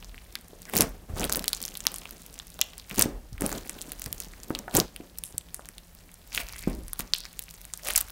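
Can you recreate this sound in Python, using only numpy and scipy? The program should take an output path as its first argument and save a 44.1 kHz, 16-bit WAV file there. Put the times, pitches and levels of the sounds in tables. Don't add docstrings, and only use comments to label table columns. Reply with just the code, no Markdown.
import sys
import numpy as np
from scipy import signal
from scipy.fft import rfft, irfft, next_fast_len
from scipy.io import wavfile
from scipy.ndimage import map_coordinates

SR = 44100
rng = np.random.default_rng(int(sys.argv[2]) if len(sys.argv) > 2 else 0)


def gain_from_decibels(decibels):
    exponent = np.asarray(decibels, float) / 20
    return 10 ** exponent


def put_to_file(sound):
    columns = np.atleast_2d(sound).T
    safe = np.clip(columns, -1, 1)
    whole_steps = np.round(safe * 32767)
    wavfile.write(sys.argv[1], SR, whole_steps.astype(np.int16))


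N = 357651
SPLICE_S = 4.861


def unit(x):
    return x / np.sqrt(np.mean(x ** 2) + 1e-20)


def filtered(x, response):
    size = next_fast_len(len(x) + 8192)
    spectrum = rfft(x, size) * response(np.fft.rfftfreq(size, 1 / SR))
    return irfft(spectrum, size)[:len(x)]


def colour(points):
    f, db = np.transpose(points)
    return lambda hz: gain_from_decibels(np.interp(np.log(hz + 1), np.log(f + 1), db))


def resonance(centre_hz, half_width_hz, order):
    return lambda f: 1 / (1 + ((f - centre_hz) / half_width_hz) ** order)


def wobble(rate):
    knots = rng.standard_normal(int(N * rate / SR) + 4)
    return map_coordinates(knots, [np.arange(N) * rate / SR])


def place(s, shapes):
    at = np.round(s * SR).astype(int)[:, None] + np.arange(shapes.shape[1])
    return np.bincount(at.ravel(), shapes.ravel(), N + SR)[:N]


def rings(hz, cycles, rise, size):
    turn = hz[:, None] * np.arange(size) / SR
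    envelope = gain_from_decibels(-60 * turn / cycles) * (1 - np.exp(-turn / rise)) ** 2
    return np.sin(2 * np.pi * turn) * envelope / envelope.max(axis=1, keepdims=True)


def hand(column, lag_s=0):
    # (time [s], crackle [dB], table shake [dB], sway [dB])
    kneading = np.array([(0, -58.5, -55, -44.5), (0.55, -61.5, -59.5, -53.5), (0.72, -52.5, -51, -58),
                         (0.95, -63, -50.5, -41), (1.1, -68, -56, -56), (1.3, -50.5, -50.5, -48),
                         (2.1, -53, -54, -55.5), (2.5, -56.5, -58, -50.5), (2.9, -58, -58.5, -51),
                         (3.15, -64, -53, -41), (3.38, -67.5, -68, -50), (3.65, -50.5, -47.5, -51),
                         (4.2, -53.5, -54, -44.5), (4.7, -62, -49, -52.5), (4.9, -61, -57, -53),
                         (6.2, -61.5, -62, -55), (6.5, -50, -58, -44), (6.95, -60, -59, -51),
                         (7.8, -55, -62, -55), (8.11, -53.5, -58, -50.5)])
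    # (full from [s], held [s], crackle [dB], table shake [dB], sway [dB])
    pulls = [(0.743, 0.088, -36.5, -28, -41), (1.095, 0.045, -64, -44, -38), (1.165, 0.077, -46, -32, -37),
             (1.295, 0.11, -61, -37, -45), (2.905, 0.033, -51.5, -48, -57),
             (2.979, 0.057, -35, -26.5, -37.5), (3.33, 0.032, -64.5, -54.5, -34),
             (3.414, 0.027, -56, -31.5, -48), (3.46, 0.12, -45.5, -36.5, -45), (4.07, 0.023, -63, -48, -42),
             (4.748, 0.035, -36, -21.5, -37), (6.345, 0.069, -37, -55.5, -44.5),
             (6.675, 0.035, -56, -52, -32.5), (6.76, 0.077, -73, -54, -39.5), (6.996, 0.016, -43, -43, -42),
             (7.866, 0.049, -34, -55, -46), (7.955, 0.052, -38, -57, -41)]
    # (crackle [dB/s], table shake [dB/s], sway [dB/s])
    rise = [552, 1300, 400]
    # (crackle [dB/s], table shake [dB/s], sway [dB/s])
    fall = [707, 253, 106]
    t = np.arange(N) / SR
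    power = gain_from_decibels(np.interp(t, kneading[:, 0], kneading[:, column + 1])) ** 2
    for start, held, *db in pulls:
        s = start + lag_s
        before = np.maximum(s - t, 0)
        after = np.maximum(t - s - held, 0)
        shape = gain_from_decibels(db[column] - rise[column] * before - fall[column] * after)
        uncut = (t < SPLICE_S) | (s > SPLICE_S)
        power += (shape * uncut) ** 2
    return np.sqrt(power)


def pops():
    # (time [s], level [dB], cavity pitch [Hz], relative squelch level [dB], relative snap level [dB])
    large_pockets = [(0.0267, -28, 2770, -1, -24), (0.0457, -25, 5830, -11, -19),
                     (0.1444, -32, 2090, 4, -23), (0.1795, -27.5, 2430, -12, -27),
                     (0.3542, -12.5, 3740, -27, 3), (0.6538, -25.5, 6140, -10, -17),
                     (0.6974, -16, 14900, -5, -10), (0.7368, -19.5, 2100, 7, 14),
                     (0.7539, -8, 9800, -10, -7), (0.7605, -9, 10500, -1, -7),
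                     (0.7676, -0.5, 13610, -22, 2), (0.773, -3, 14810, -19, -3),
                     (0.7781, -3.5, 7300, -12, 1), (0.7872, -4, 10600, -11, -1),
                     (0.808, 7.5, 10500, -24, 2.5), (0.8157, -6.5, 7200, 1, -1), (0.821, -4, 9100, -9, 4),
                     (1.1965, -14, 6550, -4, 2), (1.208, -14, 6540, -13, -2), (1.2158, -17, 7490, 2, -8),
                     (1.2322, -15, 2560, -1, -18), (1.242, -12.5, 3730, -14, 11),
                     (1.2506, -12.5, 10400, -22, 7), (1.2963, -11.5, 7060, 1, 3),
                     (1.3205, -12.5, 5170, -5, -6), (1.3247, -2.5, 6940, -31, 9),
                     (1.3344, -7, 13350, -30, -3), (1.348, -11.5, 4660, -4, -18),
                     (1.358, -0.5, 15070, -17, -5), (1.3707, -4.5, 14990, -14, -10),
                     (1.3939, -20.5, 4100, 6, 15), (1.4421, -16.5, 4250, 4, 11),
                     (1.4804, -3.5, 4320, -20, 8), (1.4909, -21, 13180, -31, 15),
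                     (1.5315, -6, 4100, -10, 0), (1.5486, -13.5, 7060, -25, -13),
                     (1.6166, -15.5, 13400, -36, 1), (1.627, -11, 9300, -28, -1),
                     (1.6387, -18, 4630, -13, -8), (1.6525, -11, 6000, -7.5, -2),
                     (1.6805, -16.5, 6030, -6, -13), (1.7535, -20.5, 3600, -8, -19),
                     (1.7724, -13, 10100, -26, -6), (1.8049, -15, 7300, -3.5, -14),
                     (1.8535, -24, 2650, 2, 10), (1.8681, 1, 5350, -13, -2), (1.9183, -19, 11200, -21, -4),
                     (1.9423, -13.5, 8440, -11, -11), (1.961, -12, 10850, -24, -6),
                     (1.984, -18, 9730, -23, -6), (2.0553, -21, 2540, 0, -26), (2.2637, -26, 11000, -10, 0),
                     (2.3412, -24, 8800, -23, -23), (2.39, -18.5, 6950, -27, -16),
                     (2.399, -19, 3550, -3, -33), (2.591, -24.5, 3420, 2.5, 12),
                     (2.6141, 2.5, 6360, -41, 2), (2.7806, -20.5, 8100, -12, 0),
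                     (2.7979, -24, 4400, -21, -16), (2.9027, -28.5, 2440, 2, -24),
                     (2.9115, -22.5, 2500, 3.5, 5), (2.9446, -19.5, 11600, -5, -8),
                     (2.9593, -18, 15420, -22, 2), (2.9827, -13, 6400, -20, 8),
                     (2.9938, 2.5, 13800, -32, 6), (3.0024, -8.5, 4830, -12, -14),
                     (3.011, -3.5, 7490, -3.5, -15), (3.0133, -2, 13780, -30, -2),
                     (3.022, 1.5, 8700, -15, 8), (3.0251, -1.5, 6040, -17, -5),
                     (3.0384, -19, 5040, 6.5, -11), (3.3803, -30, 2200, -3.5, 1),
                     (3.4089, -13.5, 9900, -10, -2), (3.4204, -15, 9000, 3, 4),
                     (3.4631, -11, 10400, -28, 11.5), (3.4924, -15, 13700, -2, -5),
                     (3.5168, -17, 6460, 1, 1), (3.5274, -14, 7100, -2, 2), (3.6954, -9, 8200, -7, -19),
                     (3.8155, -16, 7700, -16, 1), (3.8219, -17, 10900, -35, -4),
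                     (3.9195, -11.5, 11000, -10, -4), (3.996, -17, 12400, -35, -11),
                     (4.0193, -17.5, 6980, -1, 7), (4.0413, -19, 7650, -17, 0),
                     (4.0608, -18, 5170, -9.5, 11), (4.1278, -12, 14700, -13, 11.5),
                     (4.2023, -10, 10300, -10, -2), (4.2374, -24, 14900, -17.5, -11.5),
                     (4.336, -31, 2120, 5, -24), (4.4335, -21, 7300, -17, -4), (4.5047, -25, 1250, -2, -21),
                     (4.5505, -10, 3970, -10.5, -24), (4.5896, -14, 5700, -9.5, -5),
                     (4.6812, -23, 1570, -6, -29), (4.7415, -19, 10340, -4, -2),
                     (4.7512, 1.5, 13780, -19, -5), (4.7644, -6, 7300, -25, -9.5),
                     (4.7684, 5.5, 7500, -24, -18), (4.7731, 1, 14640, -26, -4),
                     (4.788, -11, 9900, -18, -5), (4.7923, -9, 11710, -27, -5), (4.8006, 0, 5250, -31, -4),
                     (4.9624, -21.5, 2930, -15.5, 12.5), (5.1853, -10, 13600, -27, -4),
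                     (5.2375, -19.5, 3400, -12, 15), (5.3809, -9, 9000, -24, 8),
                     (5.5445, -15.5, 9040, -8, 12), (5.594, -32, 1200, -15, -15),
                     (5.6566, -25.5, 7100, -5.5, 5), (5.6882, -24, 9080, 1, 4),
                     (5.7819, -25.5, 3800, -23, 4), (6.1414, -26.5, 9200, -18, -5),
                     (6.3485, -12.5, 3860, -8, 9), (6.377, -11.5, 2612, 6.5, -15),
                     (6.564, -25, 9390, -7, 7), (6.5918, -20, 9040, -5.5, 2), (6.8823, -26, 8270, -8, 1),
                     (6.9325, -9, 15400, -14.5, -1), (6.9929, -6, 11420, -18, -3),
                     (6.997, -13.5, 13630, -2, -18.5), (7.0058, -11, 13180, -1.5, -6.5),
                     (7.1361, 2.5, 4340, -17, -57), (7.1618, -20, 7500, -17, -15),
                     (7.1837, -17, 8700, -30, 3), (7.2045, -22, 4900, -14.5, 4),
                     (7.2535, -18.5, 4900, -1, -22), (7.3924, -8, 13700, -15.5, -1),
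                     (7.438, -23, 12830, -25, -4), (7.4833, -31, 2410, -10, -22),
                     (7.5091, -24, 7380, -15, 5), (7.6523, -20, 8180, -9, -6),
                     (7.7372, -9.5, 7640, -15, -19), (7.848, -22.5, 9000, -10, 8),
                     (7.8727, -17, 7800, -15, 11), (7.8856, -14, 9640, -4, 12),
                     (7.903, -12, 3060, -19.5, -5), (7.907, -8, 9820, -3, -14),
                     (7.9356, -12, 11100, -35, 1), (7.952, -15, 2600, -19, -4), (7.9598, 0, 8550, -21, 1),
                     (7.9625, 3.5, 8500, -17.5, -6), (7.9771, 2.5, 13200, -24, -5),
                     (7.9785, -3, 13000, -25, -6), (7.981, -2, 8610, -11.5, -9),
                     (8.0072, -5, 14900, -20, -11), (8.0113, -6.5, 11890, -14, 7.5)]
    s, db, hz, squelch_db, snap_db = np.transpose(np.vstack([large_pockets, small_pockets()]))
    t, chance = np.arange(300) / SR, rng.standard_normal((len(s), 610))

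    cavity = gain_from_decibels(db - 1.0)[:, None] * rings(hz, cycles=6.0, rise=0.48, size=300)
    squelch_hz = 1800 * gain_from_decibels(3.12 * chance[:, 600])
    squelch = gain_from_decibels(db + squelch_db - 6.0)[:, None] * rings(squelch_hz, cycles=3.9, rise=0.21, size=300)

    burst = gain_from_decibels(-60 * t / 0.0032) * (t / 0.00043) ** 1.55 / (1 + (t / 0.00036) ** 1.38)
    film_s = s - .0002
    snap = place(film_s, gain_from_decibels(db + snap_db + 1.0)[:, None] * burst * chance[:, :300])
    tear = place(film_s, gain_from_decibels(db + 0.37 * snap_db - 5.5)[:, None] * burst * chance[:, 300:600])
    snap = filtered(snap, colour([(6000, -19.0), (9000, 3), (16000, -13.5)]))
    tear = filtered(tear, colour([(800, -15.0), (3000, 5.5), (16000, 12.5)]))

    near_s = s[:, None] + .005 * np.abs(chance[:, 601:604])
    near_hz = np.clip(hz[:, None] * gain_from_decibels(4.18 * chance[:, 604:607]), 1500, 15500)
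    near_db = db[:, None] - 20 + 4 * chance[:, 607:]
    near_rings = rings(near_hz.ravel(), cycles=8.6, rise=1.0, size=150)
    near = place(near_s.ravel(), gain_from_decibels(near_db.ravel())[:, None] * near_rings)
    return place(s, cavity + squelch) + near + snap + tear


def small_pockets(most=600):
    busiest_per_s = 45
    over_crackle_db, spread_db, ceiling_db = 27.5, 3, -21.5
    untouched_db = -64
    busy_span_db = 12
    even, normal = rng.random((most, 2)), rng.standard_normal((most, 4))
    s = np.cumsum(-np.log(even[:, 0] + 1e-9)) / busiest_per_s
    crackle_db = 20 * np.log10(hand(column=0)[np.minimum(s * SR, N - 1).astype(int)])
    hz = np.clip(7500 * gain_from_decibels(4.85 * normal[:, 1]), 2000, 15300)
    height = np.log10(hz / 7500)
    db = np.minimum(crackle_db + over_crackle_db + spread_db * normal[:, 0], ceiling_db)
    db = db + 14 * np.minimum(height, 0)
    squelch_db = -14 - 14 * height + 6 * normal[:, 2]
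    snap_db = -5 + 14 * height + 5 * normal[:, 3]
    bursts = even[:, 1] * busy_span_db < crackle_db - untouched_db
    return np.transpose([s, db, hz, squelch_db, snap_db])[(s < N / SR) & bursts]


def crackle(count=14000):
    # (frequency [Hz], gain [dB])
    fizz_colour = [(410, -53), (700, -1.5), (1260, 1), (2560, 0), (7390, -6.5), (8420, -4), (10800, -7),
                   (16000, -2.5)]
    when, pitch, size = rng.random(count), rng.standard_normal(count), rng.exponential(size=count)
    hz = np.clip(7500 * gain_from_decibels(5 * pitch), 900, 15500)
    size_db = 5 * np.minimum(size, 4.2) + 8 * np.log10(hz / 7500)
    threads = gain_from_decibels(size_db)[:, None] * rings(hz, cycles=5.7, rise=0.8, size=200)
    ticks = unit(place(when * N / SR, threads))
    fizz = unit(filtered(rng.standard_normal(N), colour(fizz_colour))) * gain_from_decibels(4.0 * wobble(150))
    return hand(column=0) * (gain_from_decibels(-0.5) * ticks + gain_from_decibels(-3.5) * fizz)


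def squish():
    # (full from [s], held [s], level [dB], band centre [Hz])
    folds = [(.685, 0.011, -53, 1800), (1.2, .06, -42, 620), (1.215, .04, -45, 3200),
             (6.385, 0.052, -51, 620), (6.36, 0.074, -52, 2420), (6.53, 0.194, -53.5, 2260),
             (6.69, .1, -44, 300), (7.866, 0.043, -45.5, 590), (7.885, 0.027, -42, 2700)]
    edge_db_per_s = 507
    half_width = 0.17
    t, out = np.arange(N) / SR, np.zeros(N)
    for s, held, db, hz in folds:
        outside = np.maximum(s - t, 0) + np.maximum(t - s - held, 0)
        band = filtered(rng.standard_normal(N), resonance(hz, half_width * hz, order=2))
        out += gain_from_decibels(db - edge_db_per_s * outside + 5.7 * wobble(60)) * unit(band)
    return out


def leaks():
    # (time [s], level [dB], band centre [Hz], 60 dB decay time [s])
    torn_pockets = [(5.237, -36.5, 9600, 0.23), (5.546, -42.5, 9000, .2), (7.138, -35, 4430, 0.39)]
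    t, out = np.arange(N) / SR, np.zeros(N)
    for s, db, hz, t60 in torn_pockets:
        spit = gain_from_decibels(5.1 * wobble(400)) * rng.standard_normal(N)
        band = unit(filtered(spit, resonance(hz, 0.22 * hz, order=2)))
        out += (t > s) * gain_from_decibels(db - 60 * np.abs(t - s) / t60) * band
    return out


def table():
    # (time [s], level [dB], pitch [Hz])
    jolts = [(0.5329, -34.5, 427), (1.1, -28.5, 82), (1.1364, -27, 87), (2.5962, -30.5, 660),
             (2.9147, -32.5, 192), (3.0584, -14, 263), (3.3247, -32.5, 117), (3.421, -16.5, 301),
             (4.0635, -30, 110), (4.5056, -16, 288), (4.68, -25.5, 720), (5.003, -29, 302),
             (5.345, -34.5, 123), (5.594, -36.5, 554), (6.6746, -11.5, 257), (6.9983, -30, 189.7),
             (7.891, -27, 624)]
    # (frequency [Hz], gain [dB])
    top_colour = [(60, -18), (110, -6.5), (205, 0), (330, -4), (600, -8), (900, -13.5), (1800, -22.5),
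                  (4000, -32)]
    # (frequency [Hz], gain [dB])
    sway_colour = [(13, -42), (22, 3.5), (43, 14.5), (70, 1), (120, -7.5), (160, -42), (260, -120)]
    s, db, hz = np.transpose(jolts)
    t = np.arange(5000) / SR
    push = place(s - .0006, gain_from_decibels(db + 1.6)[:, None] * rings(hz, cycles=5.5, rise=0.085, size=5000))
    hardness = np.exp(-2.5 * np.log(hz / 300) ** 2)
    envelope = gain_from_decibels(-60 * t / 0.045) * (1 - np.exp(-t / 0.0036))
    bursts = (hardness * gain_from_decibels(db + 8.0))[:, None] * envelope * rng.standard_normal((len(s), 5000))
    rattle = filtered(place(s, bursts), colour(top_colour))

    lumps = gain_from_decibels(3.2 * wobble(70)) * rng.standard_normal(N)
    shake = hand(column=1) * unit(filtered(lumps, colour(top_colour)))
    sway_noise = unit(filtered(rng.standard_normal(N), colour(sway_colour)))
    sway = hand(column=2, lag_s=0.015) * sway_noise
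    return push + rattle, shake + sway


def room(x, wet_db):
    # (frequency [Hz], 60 dB decay time [s], gain [dB])
    decay = [(200, 0.35, 0.5), (820, 0.49, 7.5), (3000, 0.37, 0), (6000, 0.3, -6), (9000, 0.21, -6),
             (15000, 0.05, -27)]
    # (delay [s], level [dB])
    surfaces = [(.0015, -33), (.0026, -24), (.0055, -23), (.013, -24), (0.0174, -40)]
    f, t60, reflected_db = np.transpose(decay)
    dull = filtered(x, colour(list(zip(f, reflected_db))))
    out = x.copy()
    for delay, db in surfaces:
        out += gain_from_decibels(db) * np.pad(dull, (round(delay * SR), 0))[:N]
    step = SR // 4
    for start in range(0, N, step):
        hz, t, z = signal.stft(rng.standard_normal(SR // 2), SR, nperseg=256)
        fade = gain_from_decibels(-60 * t / np.interp(hz, f, t60)[:, None])
        tail = signal.istft(z * fade, SR, nperseg=256)[1]
        wet = signal.fftconvolve(dull[start:start + step], tail / np.linalg.norm(tail))
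        cut = round(SPLICE_S * SR) if start < SPLICE_S * SR - step / 2 else N
        out[start + 180:cut][:len(wet)] += gain_from_decibels(wet_db) * wet[:max(cut - start - 180, 0)]
    return out


def air():
    # (frequency [Hz], gain [dB])
    hiss_colour = [(35, -34), (60, 3.5), (173, -10), (318, -39), (546, -12.5), (1540, -23), (1690, -17),
                   (1990, -20), (2580, -23), (2970, -23), (6450, -24.5), (15000, -23), (16500, -40)]
    # (band centre [Hz], half width [Hz], level [dB])
    hum_bands = [(170.6, 12, -62)]
    hiss = gain_from_decibels(-58) * unit(filtered(rng.standard_normal(N), colour(hiss_colour)))
    hum = np.zeros(N)
    for hz, half_width_hz, db in hum_bands:
        band = filtered(rng.standard_normal(N), resonance(hz, half_width_hz, order=4))
        hum += gain_from_decibels(db) * unit(band)
    return hiss + hum


def scene():
    knocks, shake = table()
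    slime = pops() + crackle() + squish() + leaks()
    mix = room(slime, wet_db=-18.5) + room(knocks, wet_db=-12.0) + shake + air()
    return mix[None]


def low_pass(x):
    return signal.sosfilt(signal.butter(12, 16850, fs=SR, output="sos"), x)


def record(dry):
    heard = filtered(dry[0], colour([(15700, -1.5), (16300, -19), (17000, -38)]))
    clipped = np.clip(heard, -1, 1)[None]
    return low_pass(clipped)


dry = scene()
out = record(dry)
put_to_file(out)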